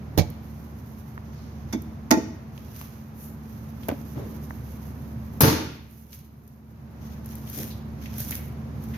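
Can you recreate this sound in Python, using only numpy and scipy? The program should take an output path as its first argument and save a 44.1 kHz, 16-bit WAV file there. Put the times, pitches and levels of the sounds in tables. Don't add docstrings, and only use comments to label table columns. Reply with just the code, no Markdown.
import sys
import numpy as np
from scipy import signal
from scipy.fft import rfft, irfft, next_fast_len
from scipy.io import wavfile
from scipy.ndimage import map_coordinates

SR = 44100
rng = np.random.default_rng(int(sys.argv[2]) if len(sys.argv) > 2 else 0)


def unload_audio(sound):
    columns = np.transpose(np.atleast_2d(sound))
    steps = np.round(np.clip(columns, -1, 1) * 32767)
    wavfile.write(sys.argv[1], SR, steps.astype(np.int16))


N = 395577
TIME = np.arange(N) / SR
LIFE = SR // 2
AGE = TIME[:LIFE]

# (time [s], panel ring [dB], sheet rattle [dB], latch snap [dB], contact time [s], left-right [dB])
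SLAM_BLOWS = [(5.4063, -33, -18, -8.5, 0.0046, 0.96), (5.4175, -22, -26.5, -8.5, 0.0068, 0.83),
              (5.4315, -8.5, -22, -21.5, 0.0017, 0), (5.4405, -17.5, -31.5, -27.5, 0.00027, 0.14),
              (5.4545, -25.5, -26, -28.5, .0005, 0), (5.4765, -13, -23, -32, 0.0024, 0)]
# (frequency [Hz], relative density [dB per Hz])
SNAP_SPECTRUM = [(500, -9.5), (3000, -24.5), (6000, -16.5), (9000, -7), (11500, -4.5), (16000, -0.5)]


def amp(db):
    return 10 ** (np.asarray(db) / 20)


def unit(x):
    return x / np.sqrt(np.mean(x ** 2) + 1e-20)


def along(points, hz):
    f, v = np.transpose(points)
    return np.interp(np.log(hz + 1), np.log(f + 1), v)


def wobble(knots_per_s):
    knots = rng.standard_normal(int(N * knots_per_s / SR) + 4)
    return map_coordinates(knots, [TIME * knots_per_s])


def shiver(count, knots):
    return signal.resample(rng.standard_normal((count, knots)), LIFE, axis=1)


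def filtered(x, response):
    size = x.shape[-1]
    padded = next_fast_len(size + SR // 4)
    spectrum = rfft(x, padded) * response(np.fft.rfftfreq(padded, 1 / SR))
    return irfft(spectrum, padded)[..., :size]


def noise(spectrum, size):
    # (frequency [Hz], left-right correlation)
    likeness = [(100, 1), (250, 0.79), (550, 0.56), (1000, 0), (16000, 0.032)]

    def mid_side_gains(hz):
        angle = np.arccos(np.clip(along(likeness, hz), -1, 1)) / 2
        return amp(along(spectrum, hz)) * [np.cos(angle), np.sin(angle)]

    mid, side = filtered(rng.standard_normal((2, size)), mid_side_gains)
    return unit(np.array([mid + side, mid - side]))


def pan(left_right_db):
    gains = amp(np.array([left_right_db, -left_right_db]) / 2).reshape(2, -1)
    return gains / np.sqrt(np.mean(gains ** 2, axis=0))


def fade(t60_s, attack_s):
    return np.exp(-np.log(1000) * AGE / t60_s) * (1 - np.exp(-AGE / attack_s))


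def add(track, start_s, x):
    part = track[:, round(start_s * SR):][:, :x.shape[-1]]
    part += x[..., :part.shape[-1]]


def hall(x):
    # (frequency [Hz], t60 [s])
    hall_t60 = [(80, 0.69), (300, 0.54), (1000, 0.57), (2700, 0.75), (6000, 0.53), (11000, 0.39),
                (16000, 0.28)]
    hz, t, cells = signal.stft(noise([(20, 0), (20000, 0)], SR), SR, nperseg=256)
    decay = amp(-60 * t / along(hall_t60, hz)[:, None])
    tail = signal.istft(cells * decay, SR, nperseg=256)[1][:, :SR]
    tail = tail * (1 - np.exp(-TIME[:SR] / 0.023))
    tail = tail / np.linalg.norm(tail[0])
    return signal.fftconvolve(x.mean(axis=0)[None], tail, axes=1)[:, :N]


def ring(modes, contact_s):
    hz, db, t60_s = np.transpose(modes)[:, :, None]
    gain = amp(db + rng.normal(0, 1.5, hz.shape)) / np.sqrt(1 + (hz * contact_s) ** 4)
    pitch_hz = hz * (1 + 0.018 * shiver(count=len(hz), knots=60))
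    phase = 2 * np.pi * np.cumsum(pitch_hz, axis=1) / SR
    swing = np.sqrt(2) * gain / np.linalg.norm(gain) * fade(t60_s, attack_s=0.0021)
    skew = np.minimum(hz / 1200, 1) * rng.standard_normal(hz.shape)
    left = (swing * np.sin(phase + skew)).sum(axis=0)
    right = (swing * np.sin(phase - skew)).sum(axis=0)
    return np.array([left, right])


def blows(rows, modes, colour, rattle_t60_s, snap_t60_s):
    out = np.zeros((2, N))
    for start_s, ring_db, rattle_db, snap_db, contact_s, side_db in rows:
        chatter = unit(amp(3.7 * shiver(count=1, knots=200)))
        rattle = amp(rattle_db) * chatter * noise(colour, LIFE) * fade(rattle_t60_s, attack_s=0.0015)
        snap = amp(snap_db) * noise(SNAP_SPECTRUM, LIFE) * fade(snap_t60_s, attack_s=0.00027)
        tones = amp(ring_db) * ring(modes, contact_s)
        add(out, start_s, pan(side_db) * (tones + amp(2.0) * (rattle + snap)))
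    return out


def lull():
    depth_db, fall_s, hold_s, return_s = 10, 0.53, 0.68, 0.45
    corners_s = SLAM_BLOWS[0][0] + np.cumsum([0, fall_s, hold_s, return_s])
    return amp(np.interp(TIME, corners_s, [0, -depth_db, -depth_db, 0]))


def ventilation():
    # (time [s], level [dB])
    swell = [(0, -39), (1.0, -43), (1.8, -40), (3.0, -44), (3.9, -39.5), (5.3, -39), (7.5, -40),
             (8.97, -36)]
    # (frequency [Hz], level re swell [dB])
    fan_lines = [(73, -5), (146, -11.5), (220, -7)]
    # (frequency [Hz], relative density [dB per Hz])
    rumble_spectrum = [(20, -38.5), (35, -19.5), (50, -13.5), (65, -9.5), (90, 0.5), (130, 3), (180, -5),
                       (240, -4), (310, -14.5), (500, -21), (1200, -48.5)]
    air_spectrum = [(100, -13), (300, 4.5), (450, -2), (700, -1), (1000, -2), (1500, -8), (2400, -14),
                    (3200, -21), (6500, -23.5), (16000, -41)]
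    mean_air_db, air_follows = -52.5, 0.5

    swell_db = np.interp(TIME, *np.transpose(swell))
    air_db = mean_air_db + air_follows * (swell_db - swell_db.mean())
    hum = np.zeros(N)
    for hz, db in fan_lines:
        level = amp(db + 1.5 * wobble(4)) * np.sqrt(2)
        hum += level * np.sin(2 * np.pi * hz * TIME + 0.5 * wobble(4))
    low = amp(swell_db) * (amp(-1.5) * noise(rumble_spectrum, N) + hum) * pan(-1.3)
    air = amp(air_db) * noise(air_spectrum, N) * pan(-2.1)
    return lull() * (low + air)


def sliding():
    # (time [s], hold [s], swish [dB], scuff [dB], left-right [dB])
    strokes = [(.45, .7, -58, -67.5, -10), (1.263, 0.48, -65.5, -65.5, -18), (2.569, 0.42, -56.5, -63, -9),
               (2.77, .05, -43.5, -52.5, -3), (3.221, 0.033, -43.5, -60, -1),
               (3.45, 0.46, -57.5, -66.5, -9), (3.83, 1.05, -54, -63.5, -9.5),
               (4.935, 0.82, -58.5, -69.5, -24), (5.916, 0.11, -54, -68, -7),
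               (6.135, 0.0088, -46.5, -57.5, -1), (6.48, .03, -61.5, -72.5, -8),
               (7.024, 0.11, -57, -60.5, 2.5), (7.28, 0.24, -51, -58.5, -3), (7.55, .075, -36, -46, 1),
               (8.026, 0.27, -52.5, -55.5, -3), (8.207, .14, -36, -49, -2.5), (8.824, 0.14, -54, -63, 0)]
    rise_db_per_s, fall_db_per_s = 241.5, 142
    resting_swish_db, resting_scuff_db = -67, -80.5

    swish_power = np.full((2, N), amp(resting_swish_db) ** 2)
    scuff_power = np.full((2, N), amp(resting_scuff_db) ** 2)
    for start_s, hold_s, swish_db, scuff_db, side_db in strokes:
        down_db = np.maximum(rise_db_per_s * (start_s - TIME), fall_db_per_s * (TIME - start_s - hold_s))
        near = down_db < 60
        stroke = pan(side_db) * amp(-np.maximum(down_db[near], 0))
        swish_power[:, near] += (amp(swish_db) * stroke) ** 2
        scuff_power[:, near] += (amp(scuff_db) * stroke) ** 2
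    return np.sqrt(swish_power), np.sqrt(scuff_power)


def clothes():
    # (time [s], level [dB], left-right [dB])
    clicks = [(.3015, -32, -9), (1.8202, -34.5, -10), (2.8134, -34, -1), (6.4773, -41.5, 4),
              (7.2595, -29.5, 0.5), (7.3543, -30, 11.5), (7.4985, -26, 6), (7.576, -22.5, 16),
              (8.1824, -22.5, -1), (8.2029, -19.5, -2), (8.308, -16, -3.5), (8.8384, -35, -1.5)]
    # (time [s], level [dB], pitch [Hz], t60 [s])
    chirps = [(1.329, -56.5, 4660, 0.7), (2.578, -34, 3150, 0.0058), (2.813, -28, 1180, 0.0091),
              (3.831, -42.5, 2920, 0.052), (6.129, -42, 2720, 0.017), (6.1292, -37, 4750, 0.012),
              (7.475, -39, 3100, 0.0089), (7.701, -43, 4000, 0.17), (8.056, -38, 2350, .053),
              (8.22, -43.5, 4430, 0.066), (8.318, -32.5, 2150, 0.077), (8.933, -40.5, 1950, .17)]
    # (frequency [Hz], relative density [dB per Hz])
    scuff_spectrum = [(500, -33), (1500, 5), (2500, 4), (4600, 2.5), (6300, 8), (9000, -23), (16000, -4)]
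    swish_spectrum = [(3000, -34.5), (7000, -7), (10000, -5), (12500, -0.5), (16000, -0.5)]
    fibres_per_s, fibre_t60_s, crackle_depth = 37, 0.0085, 1.7

    swish, scuff = sliding()
    releases = (rng.random(N) < fibres_per_s / SR) * rng.exponential(size=N)
    crackle = signal.fftconvolve(releases, fade(fibre_t60_s, attack_s=0.0001))[:N]
    briskness = np.sqrt(swish.mean(axis=0) / swish.max())
    unevenness = amp(1.9 * wobble(45) + 1.6 * wobble(600))
    slips = unit(unevenness * (1 + crackle_depth * briskness * crackle))
    rustle = slips * (scuff * noise(scuff_spectrum, N) + swish * noise(swish_spectrum, N))

    catches = np.zeros((2, N))
    for start_s, db, side_db in clicks:
        click = noise(SNAP_SPECTRUM, LIFE) * fade(0.02, attack_s=0.00021)
        add(catches, start_s, amp(db) * pan(side_db) * click)
    for start_s, db, hz, t60_s in chirps:
        colour = [(hz / 4, -22), (hz * 0.7, -8), (hz, 0), (hz * 1.35, -8), (hz * 4, -22)]
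        add(catches, start_s, amp(db) * noise(colour, LIFE) * fade(t60_s, attack_s=t60_s / 20))
    return rustle + catches + amp(-5.0) * hall(catches)


def hood():
    # (time [s], ring [dB], rattle [dB], snap [dB], contact time [s], left-right [dB])
    lift_blows = [(.1752, -19, -24, -27, 0.00077, -6.5), (.1775, -9, -29, -28, 0.002, -12.5),
                  (.184, -21, -20.5, -26, .0002, -6), (.1965, -16, -38.5, -41.5, 0.0058, -8.5)]
    grip_blows = [(3.8847, -18.5, -30, -24.5, .0002, -2), (3.9192, -21, -42.5, -48.5, 0.0032, -1)]
    # (frequency [Hz], relative level [dB], t60 [s])
    raised_modes = [(90.4, 2, 0.15), (165, 2, 0.088), (230, 5.5, 0.045), (293, 1.5, 0.06),
                    (374, -5.5, 0.12), (562, -.5, 0.13), (712, -5.5, 0.16), (851, -8.5, 0.18),
                    (1830, -11, 0.12), (2290, -11, 0.16), (3570, -17, 0.09)]
    liner_modes = [(275, -7, 0.074), (475, -3, 0.016), (565, 4, 0.022), (700, 2.5, 0.022), (855, -7, 0.03),
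                   (1530, -13, 0.066)]
    closed_modes = [(82, -0.5, 0.17), (120.4, 2.5, 0.15), (141, 11, 0.068), (159.4, -4, 0.34),
                    (231.4, -5.5, 0.29), (269, 0.5, 0.2), (314, -2, 0.17), (330, -3.5, 0.091),
                    (396, -8, 0.23), (445, -2, 0.18), (526.5, -8.5, .2), (541, -0.5, 0.21),
                    (686, -9.5, 0.24), (750, -21, 0.48), (890, -4.5, 0.3), (953, -10, 0.51),
                    (1030, -24, .3), (1290, -22, 0.295), (1400, -6, 0.287), (1506, -13, 0.37)]
    # (frequency [Hz], relative density [dB per Hz])
    loose_spectrum = [(100, -29), (250, 18.5), (550, 12.5), (850, 7), (1300, -4), (2200, -3), (2900, -5.5),
                      (4200, -0.5), (6300, -3), (9000, -11), (16000, -32)]
    plastic_spectrum = [(200, 3), (580, 12.5), (800, 4), (1100, -2.5), (1700, -6), (2600, -8.5),
                        (4000, -17), (7000, -23), (16000, -29)]
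    sheet_spectrum = [(100, -13), (250, 18), (550, 2.5), (900, 5), (1600, 1), (3000, -6), (4500, -4),
                      (6300, -3.5), (9000, -20), (16000, -27)]

    lifted = blows(lift_blows, raised_modes, loose_spectrum, rattle_t60_s=0.11, snap_t60_s=0.065)
    gripped = blows(grip_blows, liner_modes, plastic_spectrum, rattle_t60_s=0.14, snap_t60_s=0.023)
    held = lifted + gripped
    dropped = blows(SLAM_BLOWS, closed_modes, sheet_spectrum, rattle_t60_s=0.24, snap_t60_s=0.051)
    # (Hz, dB)
    room_send = [(100, -8.5), (500, -7), (1300, -5.0), (6000, -3), (12000, -1)]
    radiated = filtered(dropped, lambda hz: amp(along(room_send, hz)))
    return amp(2.5) * held + amp(-17) * hall(held) + dropped + hall(radiated)


def hinges():
    # (time [s], level [dB])
    ticks = [(1.1782, -29), (4.507, -25)]
    # (frequency [Hz], relative density [dB per Hz])
    tick_spectrum = [(200, -27), (550, -15), (850, 17), (1300, 6.5), (1850, 10.5), (2300, -24), (6000, -21),
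                     (12000, -33.5)]
    out = np.zeros((2, N))
    for start_s, db in ticks:
        add(out, start_s, amp(db) * noise(tick_spectrum, LIFE) * fade(0.0088, attack_s=0.00018))
    return out + amp(-17) * hall(out)


def prop_rod():
    # (time [s], bracket ring [dB], steel rattle [dB], snap [dB],
    # contact time [s], left-right [dB])
    rod_knocks = [(1.726, -40.5, -34.5, -35, 0.00028, -5.5), (1.734, -23, -33.5, -57, 0.0092, -1),
                  (1.7475, -18.5, -59.5, -67.5, 0.01, -3), (2.1075, -18.5, -12, -19.5, 0.00022, -4),
                  (2.1152, -7.5, -22.5, -32.5, 0.00062, -5), (2.1375, -15.5, -29.5, -55, 0.0013, 13),
                  (2.1715, -13, -41, -55, 0.0021, -1.5)]
    # (time [s], level [dB])
    rod_pings = [(1.726, -39.5), (2.108, -32)]
    # (frequency [Hz], relative level [dB], t60 [s])
    bracket_modes = [(222, -15, 0.24), (252.7, 0, 0.13), (309.3, 1, 0.095), (415, -15.5, 0.18),
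                     (483, -16.5, 0.16), (563, -11, 0.035), (642, -2.5, 0.068), (786, -13.5, 0.074),
                     (870, -8.5, 0.16), (1023, -17.5, 0.12), (1360, -10, 0.11), (1770, -25, .15),
                     (1870, -13, 0.2), (2460, -16, 0.16)]
    rod_modes = [(2220, -2, 0.2), (3370, -5.5, 0.14), (3640, -3.5, 0.16), (5000, -17, .06),
                 (5230, -14, .04), (5600, -6.5, .05), (6100, -22, .08)]
    # (frequency [Hz], relative density [dB per Hz])
    clink_spectrum = [(200, -28.5), (600, 3.5), (1000, 9), (1400, 1), (2000, 4), (3200, -10), (4800, -0.5),
                      (6200, 4.5), (8500, -9.5), (16000, -25)]
    out = blows(rod_knocks, bracket_modes, clink_spectrum, rattle_t60_s=0.063, snap_t60_s=0.062)
    for start_s, db in rod_pings:
        add(out, start_s, amp(db) * pan(-4) * ring(rod_modes, contact_s=0))
    return out + amp(-15.0) * hall(out)


def steps():
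    # (time [s], level [dB])
    footfalls = [(4.151, -27.5), (4.22, -35), (4.311, -37.5), (7.565, -32.5)]
    # (frequency [Hz], relative density [dB per Hz])
    thud_spectrum = [(50, -17), (130, 5.5), (280, 2), (500, -6), (1000, -17), (2500, -30), (8000, -41)]
    out = np.zeros((2, N))
    for start_s, db in footfalls:
        add(out, start_s, amp(db) * noise(thud_spectrum, LIFE) * fade(0.45, attack_s=0.025))
    return out


def scene():
    return ventilation() + clothes() + hood() + hinges() + prop_rod() + steps()


def record(dry):
    # (frequency [Hz], gain [dB])
    mic_response = [(6700, 2), (7500, -11.5), (8700, -8), (10000, -2), (12000, 4.5), (14500, 0.5),
                    (16000, -19.5)]
    band_limit_hz = 16000
    highpass = signal.butter(4, 50, "high", fs=SR, output="sos")
    coloured = signal.sosfilt(highpass, dry)
    return filtered(coloured, lambda hz: amp(along(mic_response, hz)) * (hz < band_limit_hz))


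dry = scene()
out = record(dry)
unload_audio(out)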